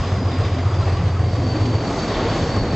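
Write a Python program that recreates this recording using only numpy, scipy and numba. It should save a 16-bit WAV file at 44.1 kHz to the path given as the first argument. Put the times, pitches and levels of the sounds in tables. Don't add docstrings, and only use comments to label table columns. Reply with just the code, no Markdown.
import sys
import numpy as np
from scipy import signal
from scipy.fft import rfft, irfft
from scipy.io import wavfile
from scipy.ndimage import uniform_filter1d
from numba import njit

SR = 44100
rng = np.random.default_rng(int(sys.argv[2]) if len(sys.argv) > 2 else 0)


def voltage_ratio(decibels):
    exponent = np.asarray(decibels, float) / 20
    return 10 ** exponent


def digitize_waveform(pressure):
    field = np.atleast_2d(pressure).T
    bounded = np.clip(field, -1, 1)
    quanta = np.round(bounded * 32767).astype(np.int16)
    wavfile.write(sys.argv[1], SR, quanta)


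N = 121275


def level(x, db):
    return x * voltage_ratio(db) / np.sqrt(np.mean(x ** 2))


def curve(table, column):
    rows = np.array(table, float)
    return np.interp(np.arange(N) / SR, rows[:, 0], rows[:, column])


@njit
def svf(x, hz, width_hz):
    y, b, l = np.empty(len(x)), 0., 0.
    for i in range(len(x)):
        g = np.tan(np.pi * hz[i] / SR)
        k = width_hz[i] / hz[i]
        v = (b + g * (x[i] - l)) / (1 + g * (g + k))
        b, l, y[i] = 2 * v - b, l + 2 * g * v, k * v
    return y


def band(x, hz, width_hz):
    return svf(x, hz * np.ones(len(x)), width_hz * np.ones(len(x)))


def twice(x, hz, width_hz):
    return band(band(x, hz, width_hz), hz, width_hz)


def walk(rate_hz):
    k = int(SR / rate_hz)
    held = np.repeat(rng.standard_normal(N // k + 1), k)
    return 1.32 * uniform_filter1d(uniform_filter1d(held, k), k)[:N]


# start_s, cycle_hz
CYCLE = [(0, 7.52), (.6, 7.437), (1.2, 7.369), (1.8, 7.315), (2.75, 7.2)]
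CYLINDER_DB = [0, -3.2, -1.25, 1.9, -1.1, .1]
HEADER_LAG_MS = [0, -.3, -.4, -.5, -.35, -.7]


def crank():
    start_cycles, scatter_db, jitter_ms = .633, .5, .1
    firing = 6 * (start_cycles + np.cumsum(curve(CYCLE, 1)) / SR)
    number = firing.astype(int)
    chance = rng.standard_normal((200, 2))
    at = np.flatnonzero(np.diff(number)) + 1
    cylinder = number[at] % 6
    late_ms = np.array(HEADER_LAG_MS)[cylinder] + jitter_ms * chance[number[at], 1]
    late = (late_ms * SR / 1000).astype(int)
    pulse_db = np.array(CYLINDER_DB)[cylinder] + scatter_db * chance[number[at], 0]
    pulses = np.zeros(N)
    pulses[np.clip(at + late, 0, N - 1)] = voltage_ratio(pulse_db)
    return pulses * SR / (2 * CYCLE[0][1]), firing % 1, number


# start_s, low_db, middle_db, upper_db, side_db
EXHAUST = [(0, -27, -18, -34, -25), (.3, -27, -15, -28, -25), (.6, -26, -15.5, -24, -28),
           (.95, -26, -17, -22, -38), (1.2, -26, -17.5, -18, -38), (1.45, -29, -19, -14, -38),
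           (1.62, -34, -22, -14, -34), (1.77, -33, -22, -13, -34), (1.84, -44, -34, -28, -40),
           (2.3, -46, -32, -27, -40), (2.5, -46, -28, -24, -40), (2.75, -46, -28, -24, -40)]
# pitch_hz, width_hz
NOTES = [
    (86.4, 30),
    (101.4, 12),
    (105.5, 11),
    (97.5, 6),
]
# pitch_hz, width_hz, level_db
PIPE = [(43.8, 8, -11), (147.5, 7, -12), (250, 10, -21), (295, 10, -26)]
NULLS = [(18, .7), (24, .92), (30, .85), (36, .7)]


def exhaust(pulses):
    lead = int(3 * SR / 7.49)
    running = np.concatenate([pulses[:lead], pulses])
    boom = np.zeros(N)
    for k, (hz, width_hz) in enumerate(NOTES):
        boom = boom + voltage_ratio(curve(EXHAUST, k + 1)) * twice(running, hz, width_hz)[lead:]
    for hz, width_hz, db in PIPE:
        boom = boom + voltage_ratio(-24.5) * level(twice(running, hz, width_hz)[lead:], db)
    for order, share in NULLS:
        boom = boom - share * band(boom, order * curve(CYCLE, 1), 14)
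    return boom


# pitch_hz, width_hz, level_db
BLOCK = [(453, 180, 8.5), (698, 120, 5), (1098, 120, 4.5), (1890, 740, 1.5), (3760, 900, -12),
         (4900, 1000, -17)]


def clatter(phase, number):
    decay_firings, scatter_db, lilt_db, lilt_lag_firings = 1.5, 1.8, 1.5, .63
    lilt = lilt_db * np.cos(2 * np.pi * (number - lilt_lag_firings) / 3)
    size = voltage_ratio(scatter_db * rng.standard_normal(200)[number] + lilt)
    gate = uniform_filter1d(size * np.exp(-phase / decay_firings), size=150)
    knock = np.zeros(N)
    for hz, width_hz, db in BLOCK:
        knock = knock + voltage_ratio(db) * level(band(gate * rng.standard_normal(N), hz, width_hz), 0)
    return level(knock, -8) * voltage_ratio(curve(ROAR, 1))


# start_s, level_db, brightness_db_per_octave, midrange_db
ROAR = [(0, -23, 0.5, -0.5), (.22, -26, 0, 1.5), (.42, -24.5, 0, 2.5), (.62, -27, 0.5, 1),
        (.9, -25, -1, -2), (1.2, -27.5, -0.5, 1.5), (1.5, -26.5, 1, 5), (1.75, -26, 0, 4.5),
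        (1.9, -24.5, 1, 6.5), (2.1, -23, 1, 5), (2.25, -21.5, 0.5, 3), (2.45, -22.5, 1, 3.5),
        (2.62, -23.5, -1, 5.5), (2.75, -23, -.5, 0.5)]
# pitch_hz, density_db_per_hz
ROAR_COLOUR = [(15, -38), (25, 1), (102, 1.5), (664, -8.5), (2400, -25.5), (3910, -27.5), (4630, -29),
               (7720, -34.5), (8300, -68.5), (10800, -84), (18300, -120)]


def roar():
    mid_hz, mid_octaves, swell_db, flicker_db = 300, 1, .57, 1.4
    colour, swell, out = np.array(ROAR_COLOUR), walk(2.0), 0
    for hz in 25 * 2 ** (np.arange(26) / 3):
        db = np.interp(np.log(hz), np.log(colour[:, 0]), colour[:, 1]) + 10 * np.log10(hz)
        midrange = np.exp(-(np.log2(hz / mid_hz) / mid_octaves) ** 2)
        moved_db = curve(ROAR, 2) * np.log2(hz / 500) + curve(ROAR, 3) * midrange
        noise = twice(rng.standard_normal(N), hz, hz * .36)
        out = out + level(noise, db) * voltage_ratio(moved_db + swell_db * swell + flicker_db * walk(8.97))
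    return level(out, 0) * voltage_ratio(curve(ROAR, 1))


# start_s, pitch_hz, width_hz
TURBO = [(0, 4960, 90), (.35, 4850, 110), (.75, 4765, 100), (1.05, 4670, 90), (1.35, 4590, 70),
         (1.5, 4558, 65), (1.85, 4548, 65), (2.2, 4530, 100), (2.6, 4505, 90), (2.75, 4488, 80)]
# start_s, level_db
TURBO_DB = [(0, -50.5), (.45, -49), (.9, -49), (1.2, -51.5), (1.4, -46.5), (1.55, -46), (1.75, -46.5),
            (2.1, -44), (2.6, -41.5), (2.75, -45)]


def turbo():
    halo_db, halo_width_hz, flutter_db = -5, 300, 1.6
    hz, width_hz = curve(TURBO, 1), curve(TURBO, 2)
    core = twice(rng.standard_normal(N), hz, width_hz) / np.sqrt(width_hz)
    halo = twice(rng.standard_normal(N), hz, halo_width_hz)
    whistle = level(core, 0) + level(halo, halo_db)
    return whistle * voltage_ratio(curve(TURBO_DB, 1) + flutter_db * walk(30))


# start_s, level_db, pitch_hz, width_hz, decay_s
RATTLES = [(0.039, -39.5, 2200, 2500, .03), (.11, -42.5, 3550, 358, 0.0086), (.33, -43.5, 3730, 400, .03),
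           (.37, -38, 2200, 900, 0.013), (.445, -38, 3610, 300, 0.012), (.45, -38.5, 2200, 910, 0.029),
           (.6, -41, 2020, 500, .02), (.74, -42.5, 3480, 200, 0.014), (.82, -42.5, 4030, 250, .015),
           (.9, -41, 2224, 900, .015), (.91, -44.5, 4230, 148.4, 0.016), (0.971, -38, 2530, 3070, 0.012),
           (1.52, -42, 3000, 1486, .02), (1.66, -33.5, 3020, 3000, .0096), (1.999, -39.5, 3880, 1510, .015),
           (2.1, -39.5, 3940, 500, .02), (2.15, -33.5, 3610, 900, .014), (2.2, -39, 3300, 900, .015),
           (2.33, -40.5, 3630, 500, .02), (2.2, -31, 673, 500, .3), (.7, -36, 1197, 300, .06)]
CLINK_HZ = [2100, 3100, 3600, 4100]


def rattles():
    clink_db, clink_spread_db, clink_t60_s, clink_rise_s = -52, 10, .06, .0012
    t, out = np.arange(N) / SR, 0
    for s, db, hz, width_hz, decay_s in RATTLES:
        shape = np.exp(-np.abs(t - s) / np.where(t > s, decay_s, decay_s * .78))
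        out = out + shape * level(twice(rng.standard_normal(N), hz, width_hz), db)
    for place, part, size in rng.random(size=(70, 3)):
        hz = CLINK_HZ[int(part * 4)] * (.96 + .08 * size)
        age_s = np.clip(t - place * N / SR, 0, 1)
        shape = 1000. ** (-age_s / clink_t60_s) * np.minimum(age_s / clink_rise_s, 1)
        out = out + voltage_ratio(clink_db + clink_spread_db * size) * np.sin(2 * np.pi * hz * age_s) * shape
    return out


# peak_s, level_db, pitch_hz, decay_s
RINGS = [(.04, -29, 1116, 0.011), (.19, -27, 191, 0.052), (.225, -23, 262, 0.017), (.345, -27, 254, 0.026),
         (.44, -31.5, 1100, 0.016), (.58, -25.5, 257, 0.028), (.81, -36, 1080, .015),
         (.83, -31.5, 1347, 0.0089), (.97, -32, 1146, 0.011), (1.02, -26, 171.5, 0.055),
         (1.17, -33, 1275, 0.012), (1.39, -28.5, 285, 0.026), (1.45, -24.5, 255, 0.046),
         (1.56, -26, 313, 0.027), (1.68, -23.5, 253, 0.024), (1.9, -30, 282, 0.084), (2.19, -36, 1076, .02),
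         (2.26, -26, 465, 0.024), (2.295, -22.5, 112, 0.016), (2.36, -24.5, 336, .025),
         (2.43, -17, 110, 0.012), (2.49, -25, 130, 0.018), (2.56, -22, 104, 0.042), (2.63, -21, 122, .02),
         (2.685, -21, 77, 0.014), (2.68, -28, 477, 0.027), (2.74, -23, 123, .015)]


def rings():
    t, out = np.arange(N) / SR, 0
    for s, db, hz, decay_s in RINGS:
        shape = np.exp(-((t - s) / np.where(t > s, decay_s, decay_s * .62)) ** 2)
        out = out + voltage_ratio(db) * np.sqrt(2) * shape * np.cos(2 * np.pi * hz * (t - s))
    return out


def scrub():
    peak_s, length_s, level_db, centre_hz, width_hz, grain_db = 2.22, .2, -43.5, 3310, 2200, 1
    shape = np.exp(-((np.arange(N) / SR - peak_s) / length_s) ** 2)
    part_hz = width_hz / 4
    grit = np.zeros(N)
    for k in range(-2, 3):
        grain = voltage_ratio(grain_db * walk(60))
        grit = grit + grain * twice(rng.standard_normal(N), centre_hz + k * part_hz, part_hz)
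    return shape * level(grit, level_db)


WALL_S = [.013, .029, .047]


def scene():
    pulses, phase, number = crank()
    bright = clatter(phase, number) + turbo() + rattles() + scrub()
    echoes = sum(np.pad(bright, (int(s * SR), 0))[:N] for s in WALL_S)
    truck = exhaust(pulses) + roar() + rings() + bright + voltage_ratio(-11) * echoes
    return np.tile(truck, (2, 1))


# low_hz, high_hz, share_of_time_kept
EDGE_BANDS = [(7850, 8100, .85), (8100, 8350, .5), (8350, 8800, .15)]


def ragged_top(mono):
    hz, spectrum = np.fft.rfftfreq(N, 1 / SR), rfft(mono)
    draw = np.repeat(rng.random(100), 2048)[:N]
    for lo, hi, kept in EDGE_BANDS:
        part = irfft(spectrum * ((hz >= lo) & (hz < hi)), N)
        mono = mono - uniform_filter1d(1. * (draw > kept), size=700) * part
    return mono


WIDE_MOMENTS_S = [.27, 1.85, 2.53]
WIDE_MOMENT_DB = [-30, -19, -20]


def widen(mono):
    lo_hz, hi_hz, top_hz, share = 3050, 6200, 7200, .38
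    chance_on, top_chance_on, patch = .78, .1, int(.046 * SR)
    hz, side = np.fft.rfftfreq(N, 1 / SR), 0
    edges = np.arange(lo_hz, top_hz, (hi_hz - lo_hz) / 11)
    spectrum, fresh = rfft(mono), rfft(rng.standard_normal(N))
    for lo, hi in zip(edges[:-1], edges[1:]):
        inside = (hz >= lo) & (hz < hi)
        part, noise = irfft(spectrum * inside, N), irfft(fresh * inside, N)
        chance = chance_on if lo < hi_hz - 1 else top_chance_on
        on = np.repeat(rng.random(100) < chance, patch)[:N]
        on = on & (np.abs(curve(TURBO, 1) - (lo + hi) / 2) > (hi - lo) / 2)
        power = uniform_filter1d(part ** 2, size=1500) + 1e-14
        side = side + uniform_filter1d(1. * on, size=800) * noise * np.sqrt(power / np.mean(noise ** 2))
    moments = np.zeros(N)
    for s, db in zip(WIDE_MOMENTS_S, WIDE_MOMENT_DB):
        moments = moments + voltage_ratio(db) * np.exp(-((np.arange(N) / SR - s) / .014) ** 4)
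    return 1.5 * share * side + moments * np.roll(mono, shift=9001)


def roll_off(x):
    return signal.sosfilt(signal.butter(12, 8450, fs=SR, output="sos"), x)


def record(dry):
    lead = 4096
    mono = np.pad(dry[0], (lead, 0), mode="reflect")
    for order, hz, kind in [(8, 8400, "low"), (4, 8560, "low"), (4, 33, "high")]:
        mono = signal.sosfilt(signal.butter(order, hz, kind, fs=SR, output="sos"), mono)
    mono = ragged_top(mono[lead:])
    side = widen(mono)
    return roll_off(np.array([mono + side, mono - side]))


dry = scene()
out = record(dry)
digitize_waveform(out)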